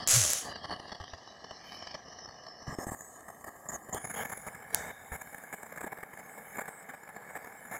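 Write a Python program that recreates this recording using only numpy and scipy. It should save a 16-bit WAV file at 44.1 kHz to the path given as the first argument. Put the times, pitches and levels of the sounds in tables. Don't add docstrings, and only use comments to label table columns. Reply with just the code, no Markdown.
import sys
import numpy as np
from scipy import signal
from scipy.fft import rfft, irfft, next_fast_len
from scipy.io import wavfile
from scipy.ndimage import uniform_filter1d

SR = 44100
rng = np.random.default_rng(int(sys.argv[2]) if len(sys.argv) > 2 else 0)


def inscribe(sig):
    pcm = np.round(np.clip(np.atleast_2d(sig).T, -1, 1) * 32767)
    wavfile.write(sys.argv[1], SR, pcm.astype(np.int16))


N = 343539
TIME = np.arange(N) / SR
# 0.093 s long, centred on 2.705 s
HISS_TURN = np.clip((TIME - 2.705) / .093 + .5, 0, 1)

# time_s, gain_db
FLOW_FADER = [(0, -50.5), (.75, -50.5), (1.05, -55), (1.8, -51.5), (2.3, -53.5), (3.6, -53.5), (4.3, -49.5),
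              (5.0, -52), (5.9, -50.5), (6.08, -53), (6.6, -48.5), (7.0, -53.5), (7.2, -50), (7.79, -50.5)]
# start_s, peak_db, tilt_db_per_octave
CASING_TICKS = [(0.0744, -8, -9), (0.0762, -8.5, 2), (0.08, -12, 0.5), (0.087, -7, -4), (.1127, -5, 3),
                (0.1623, -4, 1.5), (0.303, -8, 3), (0.3104, -13, 3), (0.3341, -5, 8), (3.9466, -18, 30),
                (4.7466, 0, 28)]


def water():
    lift_db = level_jumps(edge_s=.002)
    body = rush()
    fizz = rng.standard_normal(N) + undb(-7) * droplets(per_s=2500, spread_db=2.5)
    treble = sizzle(fizz) + spray(fizz)
    body += rumble()
    treble += ringing_hiss_bands(waver_db=4.2) + puffs() + whistles(width_hz=520)
    return body * undb(lift_db) + treble * undb(.87 * lift_db + .49)


def level_jumps(edge_s):
    # start_s, length_s, lift_db
    leaps = [(0.0, .045, 8.5), (.454, .074, 8.2), (.556, .01, 12), (.642, .017, 11.5), (.695, .005, 11),
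             (.706, .036, 13), (.796, .007, 11.5), (.918, .014, 14), (.947, .011, 10.9), (1.0, .019, 11),
             (1.038, .007, 12.8), (1.134, .007, 13.9), (1.509, .007, 12.8), (1.824, .005, 11),
             (1.87, .007, 11), (1.942, .015, 12.1), (2.673, .079, 11.5), (2.784, .063, 11.8),
             (2.867, .034, 12), (2.915, .035, 12), (3.282, .011, 11.2), (3.442, .008, 13.1),
             (3.472, .022, 11.2), (3.687, .022, 12), (3.718, .047, 11.5), (3.895, .006, 10.8),
             (3.926, .06, 11.6), (4.043, .015, 11.2), (4.097, .021, 10.9), (4.139, .015, 10.8),
             (4.16, .076, 12), (4.249, .012, 13), (4.295, .013, 10.6), (4.318, .019, 12),
             (4.465, .023, 10.3), (4.727, .189, 10), (5.119, .047, 12.8), (5.215, .007, 12.2),
             (5.345, .006, 11.5), (5.527, .022, 14), (5.63, .006, 12.6), (5.722, .007, 11.1),
             (5.775, .01, 12.6), (5.807, .011, 13.5), (5.829, .022, 11.2), (5.864, .018, 11.5),
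             (5.919, .015, 12.5), (6.029, .009, 15.5), (6.568, .008, 10), (6.583, .016, 13),
             (6.606, .018, 11.2), (6.679, .014, 11.7), (6.889, .018, 12), (6.935, .017, 10),
             (7.09, .006, 13.5), (7.164, .006, 11.2), (7.358, .02, 11.8), (7.444, .006, 11.3),
             (7.712, .061, 11.7)]
    lift_db = .25 * walk(160) + 4.37 * np.maximum(walk(160) - .7, 0)
    blips_per_s = 5
    draws = rng.random((int(blips_per_s * N / SR) + 1, 3))
    blips = [((k + when) / blips_per_s, .0061 * (.5 + length), 9 + 1.7 * (2 * size - 1))
             for k, (when, length, size) in enumerate(draws)]
    for start_s, length_s, db in blips + leaps:
        lift_db[int(start_s * SR):int((start_s + length_s) * SR)] = db
    return uniform_filter1d(lift_db, int(edge_s * SR))


def rush():
    # frequency_hz, gain_db
    early_eq = [(150, -20.5), (250, -6), (549, -2.5), (725, 4), (930, -4), (1160, 0.5), (1310, -5.5),
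                (1470, -23.5), (1620, -2.5), (1800, -1), (1940, -5), (2190, -20), (2370, -28), (2620, -31),
                (2700, -33), (3510, -58), (5940, -120)]
    late_eq = [(150, -6), (250, -13), (330, -15), (444, -1.5), (551, -4), (805, 2.5), (939, -4), (1400, -6),
               (1550, -3.5), (1700, 4), (1940, -9), (2200, -0.5), (2510, -21.5), (2780, -24.5),
               (2900, -32.5), (3770, -21.5), (6380, -120)]
    churn = rng.standard_normal(N)
    churn += undb(-7.5) * bubbles(count=7000, low_hz=246.6, high_hz=2628, cycles=14.7, spread_db=1.5)
    return blend(churn, early_eq, late_eq, at_s=4.0, over_s=.084) * fader(FLOW_FADER, trim_db=-1)


def bubbles(count, low_hz, high_hz, cycles, spread_db):
    out = np.zeros(N)
    for when, pitch, force in rng.random((count, 3)):
        hz = low_hz + pitch * (high_hz - low_hz)
        strength = undb(-spread_db * np.log(.032 + force)) * np.sqrt(hz)
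        add(out, when * N / SR, strength * ring(hz, cycles / hz, cycles / hz, glide=.1))
    return unit(out)


def rumble():
    # frequency_hz, gain_db
    early_eq = [(15, -44.5), (25, -17), (80, 0.5), (124, -2), (199, 0.5), (257, -1.5), (330, -9),
                (430, -33), (730, -120)]
    late_eq = [(15, -49), (25, -21), (38, -21), (80, -8), (107, -10), (141, -4), (199, 2), (330, -7),
               (430, -46), (730, -120)]
    noise = blend(rng.standard_normal(N), early_eq, late_eq, at_s=5.26, over_s=.11)
    return noise * fader(FLOW_FADER, trim_db=-9.5) * undb(-.57 * TIME + .97 * walk(14))


def droplets(per_s, spread_db):
    chance, polarity, force = rng.random((3, N))
    hits = (chance < per_s / SR) * np.sign(polarity - .5)
    return unit(hits * undb(-spread_db * np.log(.0033 + force)))


def sizzle(fizz):
    # frequency_hz, gain_db
    early_eq = [(1470, -45), (2500, -33), (2610, -25.5), (2750, -13.5), (3020, 0), (3290, 2.5), (3540, -13),
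                (3860, -3.5), (4580, 3), (5990, -8.5), (6420, -38.5), (9000, -27), (11700, -55.5),
                (19800, -120)]
    late_eq = [(1470, -14), (2500, -10), (2680, -19), (3000, 4), (3320, -10.5), (3540, -7.5), (4320, -3.5),
               (4830, -0.5), (5350, 2), (6090, -5.5), (6770, -21), (7580, -29), (9000, -32), (11700, -46),
               (19800, -120)]
    # centre_s, half_length_s, lift_db
    swells = [(1.76, 0.17, 11), (4.3, 0.22, 7), (4.77, 0.065, 17)]
    level_db = (1 - HISS_TURN) * (-52.5 - 6.5 * TIME) - 80.5 * HISS_TURN
    level_db += sum(db * np.exp(-((TIME - s) / half) ** 2) for s, half, db in swells)
    return blend(twinkle(fizz, depth_db=6), early_eq, late_eq, at_s=1.1, over_s=.037) * undb(level_db)


def spray(fizz):
    # frequency_hz, gain_db
    early_eq = [(2940, -57), (5000, -37.5), (6030, -17), (6360, 7), (7490, 5.5), (9530, -5.5), (10000, -9),
                (11300, -1.5), (15100, -7.5), (15800, -16.5)]
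    late_eq = [(2940, -86), (5000, -47), (5250, -54), (5480, -66.5), (5720, -32), (6270, -8.5), (6480, 1),
               (7070, 11.5), (8370, -4), (8950, -0.5), (10300, 9), (11200, 5), (14600, 4), (15800, -4)]
    # time_s, gain_db
    ride = [(.5, -85), (.8, -81), (1.1, -85), (2.62, -79.5), (2.8, -61.5), (3.0, -53), (3.2, -62),
            (3.85, -62.5), (4.4, -56), (4.6, -60.5), (5.0, -61), (5.2, -56), (6.1, -62), (6.5, -54),
            (6.95, -64.5), (7.79, -57.5)]
    mist = blend(twinkle(fizz, depth_db=7), early_eq, late_eq, at_s=3.6, over_s=1.0)
    return mist * fader(ride, trim_db=-1.9)


def twinkle(x, depth_db, size=768):
    hz, _, cells = signal.stft(x, SR, nperseg=size)
    swell = rng.standard_normal(cells.shape)
    swell = uniform_filter1d(uniform_filter1d(swell, size=3, axis=0), size=11, axis=1)
    depth = depth_db * np.interp(hz, [9000, 12000], [1, .2])
    gain = undb(depth[:, None] * unit(swell))
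    gain /= np.sqrt(np.mean(gain ** 2, axis=1, keepdims=True))
    return signal.istft(cells * gain, SR, nperseg=size)[1][:N]


def ringing_hiss_bands(waver_db):
    # pitch_hz, width_hz, relative_db
    early_bands = [(2963, 130, -12), (4470, 230, -11.5), (5310, 220, -3.5), (5850, 240, -7.5)]
    late_bands = [(3035, 120, -28.5), (3620, 160, -34.5), (5240, 160, -28.5), (7250, 170, -17),
                  (8080, 530, -16)]
    early, late = ([airy(hz, width) * undb(db + waver_db * walk(22)) for hz, width, db in bands]
                   for bands in (early_bands, late_bands))
    build = np.minimum(TIME / 1.87, 1) ** 2
    ringing = (1 - HISS_TURN) * (sum(early[:2]) + build * sum(early[2:])) + HISS_TURN * sum(late)
    return ringing * fader(FLOW_FADER, trim_db=-5.5)


def puffs():
    # centre_s, half_length_s, pitch_hz, width_hz, relative_db
    cues = [(.77, 0.12, 9600, 600, -77), (1.716, 0.081, 13500, 500, -75), (1.727, 0.092, 10300, 400, -77),
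            (1.79, 0.21, 2330, 200, -63.5), (2.783, .07, 5300, 180, -63.5), (3.03, 0.27, 8750, 1100, -67),
            (3.982, 0.048, 3220, 300, -65), (4.196, .06, 3150, 400, -64.5), (6.753, 0.082, 8100, 800, -59)]
    return sum(airy(hz, width) * undb(db) * np.clip(2 - 1.7 * np.abs(TIME - s) / half, 0, 1)
               for s, half, hz, width, db in cues)


def whistles(width_hz):
    # time_s, pitch_hz, relative_db
    paths = [
        [(3.68, 7330, -83), (3.688, 6950, -45.5), (3.72, 7150, -60), (3.745, 6800, -49), (3.765, 6600, -54),
         (3.78, 6350, -78)],
        [(3.92, 6990, -80), (3.93, 6980, -45), (3.96, 6900, -63), (4.02, 6750, -57), (4.2, 6820, -60.5),
         (4.5, 6900, -64)],
        [(3.94, 8600, -62), (4.04, 10200, -51), (4.14, 10880, -55), (4.26, 11300, -59), (4.38, 10840, -54),
         (4.5, 10000, -61)],
        [(4.08, 14600, -70), (4.18, 15400, -67), (4.26, 15800, -66), (4.4, 14600, -72)],
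    ]
    out = np.zeros(N)
    for path in paths:
        hz, db = curves(path)
        sounding = (TIME > path[0][0]) & (TIME < path[-1][0])
        out += airy(hz, width_hz) * undb(db - .5) * sounding
    return out


def scrape():
    # frequency_hz, gain_db
    rub_eq = [(240, -50), (400, -28), (425, -22.5), (474, -14.5), (570, -7), (863, -19), (1600, -10.5),
              (2490, -11.5), (4690, -10), (6470, 2), (7790, -5.5), (9220, -8.5), (10600, -5),
              (12400, -18.5), (15800, -24)]
    start_s, ease_s, slowing_s = .072, .168, .165
    slip_hz = 128.7 * np.exp(-np.clip(TIME - ease_s, 0, 1) / slowing_s)
    eased = np.clip((TIME - ease_s) / .012, 0, 1)
    judder = slips(slip_hz, spread_db=1.5) * undb(-31.5)
    judder *= envelope(start_s, attack_s=.0033, hold_until_s=.255, fall_db_per_s=260)
    crackle_hz = 4.4 * slip_hz * (1 + .06 * walk(400))
    crackle = slips(crackle_hz, spread_db=2) * undb(-29 - 20 * eased)
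    crackle *= envelope(start_s, attack_s=.04, hold_until_s=.29, fall_db_per_s=250)
    rub = colour(rng.standard_normal(N), rub_eq)
    rub *= undb(-21 - 44.5 * (TIME - start_s) + .62 * walk(300))
    rub *= envelope(start_s, attack_s=.046, hold_until_s=.39, fall_db_per_s=165)
    contact = envelope(start_s, attack_s=.00198, hold_until_s=.53, fall_db_per_s=1500)
    return (judder + crackle + rub + squeak() + groan()) * contact


def slips(rate_hz, spread_db, cutoff_hz=11000):
    release = np.diff(np.floor(np.cumsum(rate_hz) / SR), prepend=0)
    blows = release * np.sqrt(SR / np.maximum(rate_hz, 1)) * undb(spread_db * rng.standard_normal(N))
    body = signal.sosfilt(signal.butter(4, cutoff_hz, fs=SR, output="sos"), casing(-1.3))
    return signal.oaconvolve(blows, body / np.linalg.norm(body))[:N]


def casing(tilt_db_per_octave):
    # pitch_hz, t60_s, relative_db
    modes = [(1450, 0.00264, -32), (6800, 0.0024, -7), (7440, 0.0032, 9.5), (10700, 0.0016, 8),
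             (13000, .0007, -6)]
    pivot_hz = modes[2][0]
    sound = sum(undb(db + tilt_db_per_octave * np.log2(hz / pivot_hz)) * ring(hz, t60, .006)
                for hz, t60, db in modes)
    return sound / np.abs(sound).max()


def squeak():
    # time_s, pitch_hz, gain_db
    path = [(.075, 517.6, -57), (.09, 548, -51), (.125, 563, -60), (.14, 621, -43), (.166, 784, -38),
            (.173, 784, -69)]
    # harmonic_number, relative_db
    partials = [(1, -11.5), (2, 0.5), (3, -7.5), (4, -6)]
    hz, gain_db = curves(path)
    return sum(undb(db) * airy(k * hz, width_hz=130) for k, db in partials) * undb(gain_db)


def groan():
    # time_s, pitch_hz, level_db
    path = [(.11, 85.5, -77), (.14, 101, -36.5), (.158, 122, -32.5), (.174, 126, -26), (.195, 115, -33),
            (.22, 98, -37), (.25, 79.9, -46), (.3, 60, -57), (.35, 55, -90)]
    hz, db = curves(path)
    return np.sqrt(2) * np.sin(2 * np.pi * np.cumsum(hz) / SR) * undb(db)


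def handling():
    # start_s, pitch_hz, level_db, t60_s
    bumps = [(1.005, 89, -35, 0.094), (1.134, 83, -38, 0.07), (2.679, 133, -28, 0.061),
             (2.693, 200, -24, 0.012), (2.725, 141, -33.5, 0.045), (2.787, 360, -20, 0.012),
             (2.869, 244, -20, 0.0069), (2.891, 110, -34, 0.056), (2.9192, 233, -23, 0.011),
             (3.947, 413, -24, 0.015), (5.118, 69.6, -36, 0.12), (5.843, 365, -31, 0.033),
             (6.033, 453, -31.5, 0.019)]
    out = np.zeros(N)
    for start_s, db, tilt in CASING_TICKS:
        add(out, start_s, undb(db) * casing(tilt))
    for start_s, hz, db, t60 in bumps:
        add(out, start_s, undb(db) * ring(hz, t60, t60))
    return out


def click_tail():
    # pitch_hz, width_hz, level_db, t60_s
    bands = [(3680, 200, -58, 1.4), (7060, 1600, -43.5, 0.43)]
    click_s = CASING_TICKS[-1][0]
    return sum(airy(hz, width) * undb(db) * envelope(click_s, .0041, click_s, 60 / t60)
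               for hz, width, db, t60 in bands)


def undb(db):
    return 10 ** (np.asarray(db) / 20)


def unit(x):
    return x / np.sqrt(np.mean(x ** 2) + 1e-20)


def curves(table):
    times, *columns = np.transpose(table)
    return [np.interp(TIME, times, column) for column in columns]


def fader(table, trim_db):
    return undb(curves(table)[0] + trim_db)


def envelope(start_s, attack_s, hold_until_s, fall_db_per_s):
    rise = np.clip((TIME - start_s) / attack_s, 0, 1)
    return rise * undb(-fall_db_per_s * np.maximum(TIME - hold_until_s, 0))


def colour(x, eq):
    hz, db = np.transpose(eq)
    size = next_fast_len(N, True)
    octave, knots = np.log2(np.arange(size // 2 + 1) * SR / size + 1), np.log2(hz)
    outside = np.abs(octave - np.clip(octave, knots.min(), knots.max()))
    gain = undb(np.interp(octave, knots, db) - 40 * outside)
    return unit(irfft(rfft(x, size) * gain, size)[:N])


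def blend(x, early_eq, late_eq, at_s, over_s):
    angle = np.clip((TIME - at_s) / over_s + .5, 0, 1) * np.pi / 2
    return np.cos(angle) * colour(x, early_eq) + np.sin(angle) * colour(x, late_eq)


def walk(rate_hz):
    hold = int(SR / rate_hz)
    steps = np.repeat(rng.standard_normal(N // hold + 1), hold)
    return unit(uniform_filter1d(uniform_filter1d(steps, hold), hold)[:N])


def airy(hz, width_hz):
    phase = 2 * np.pi * np.cumsum(hz + np.zeros(N)) / SR
    return walk(2 * width_hz) * np.cos(phase) + walk(2 * width_hz) * np.sin(phase)


def ring(hz, t60_s, length_s, glide=0):
    t = np.arange(int(length_s * SR)) / SR
    return np.sin(2 * np.pi * hz * t * (1 + glide * t / t60_s / 2)) * np.exp(-np.log(1000) * t / t60_s)


def add(out, start_s, sound):
    i = int(np.clip(start_s * SR, 0, N - 1))
    out[i:i + len(sound)] += sound[:N - i]


def scene():
    return (water() + scrape() + handling() + click_tail())[None]


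def record(dry):
    cutoff_hz = 15850
    return signal.sosfilt(signal.ellip(10, .2, 80, cutoff_hz, fs=SR, output="sos"), dry)


dry = scene()
out = record(dry)
inscribe(out)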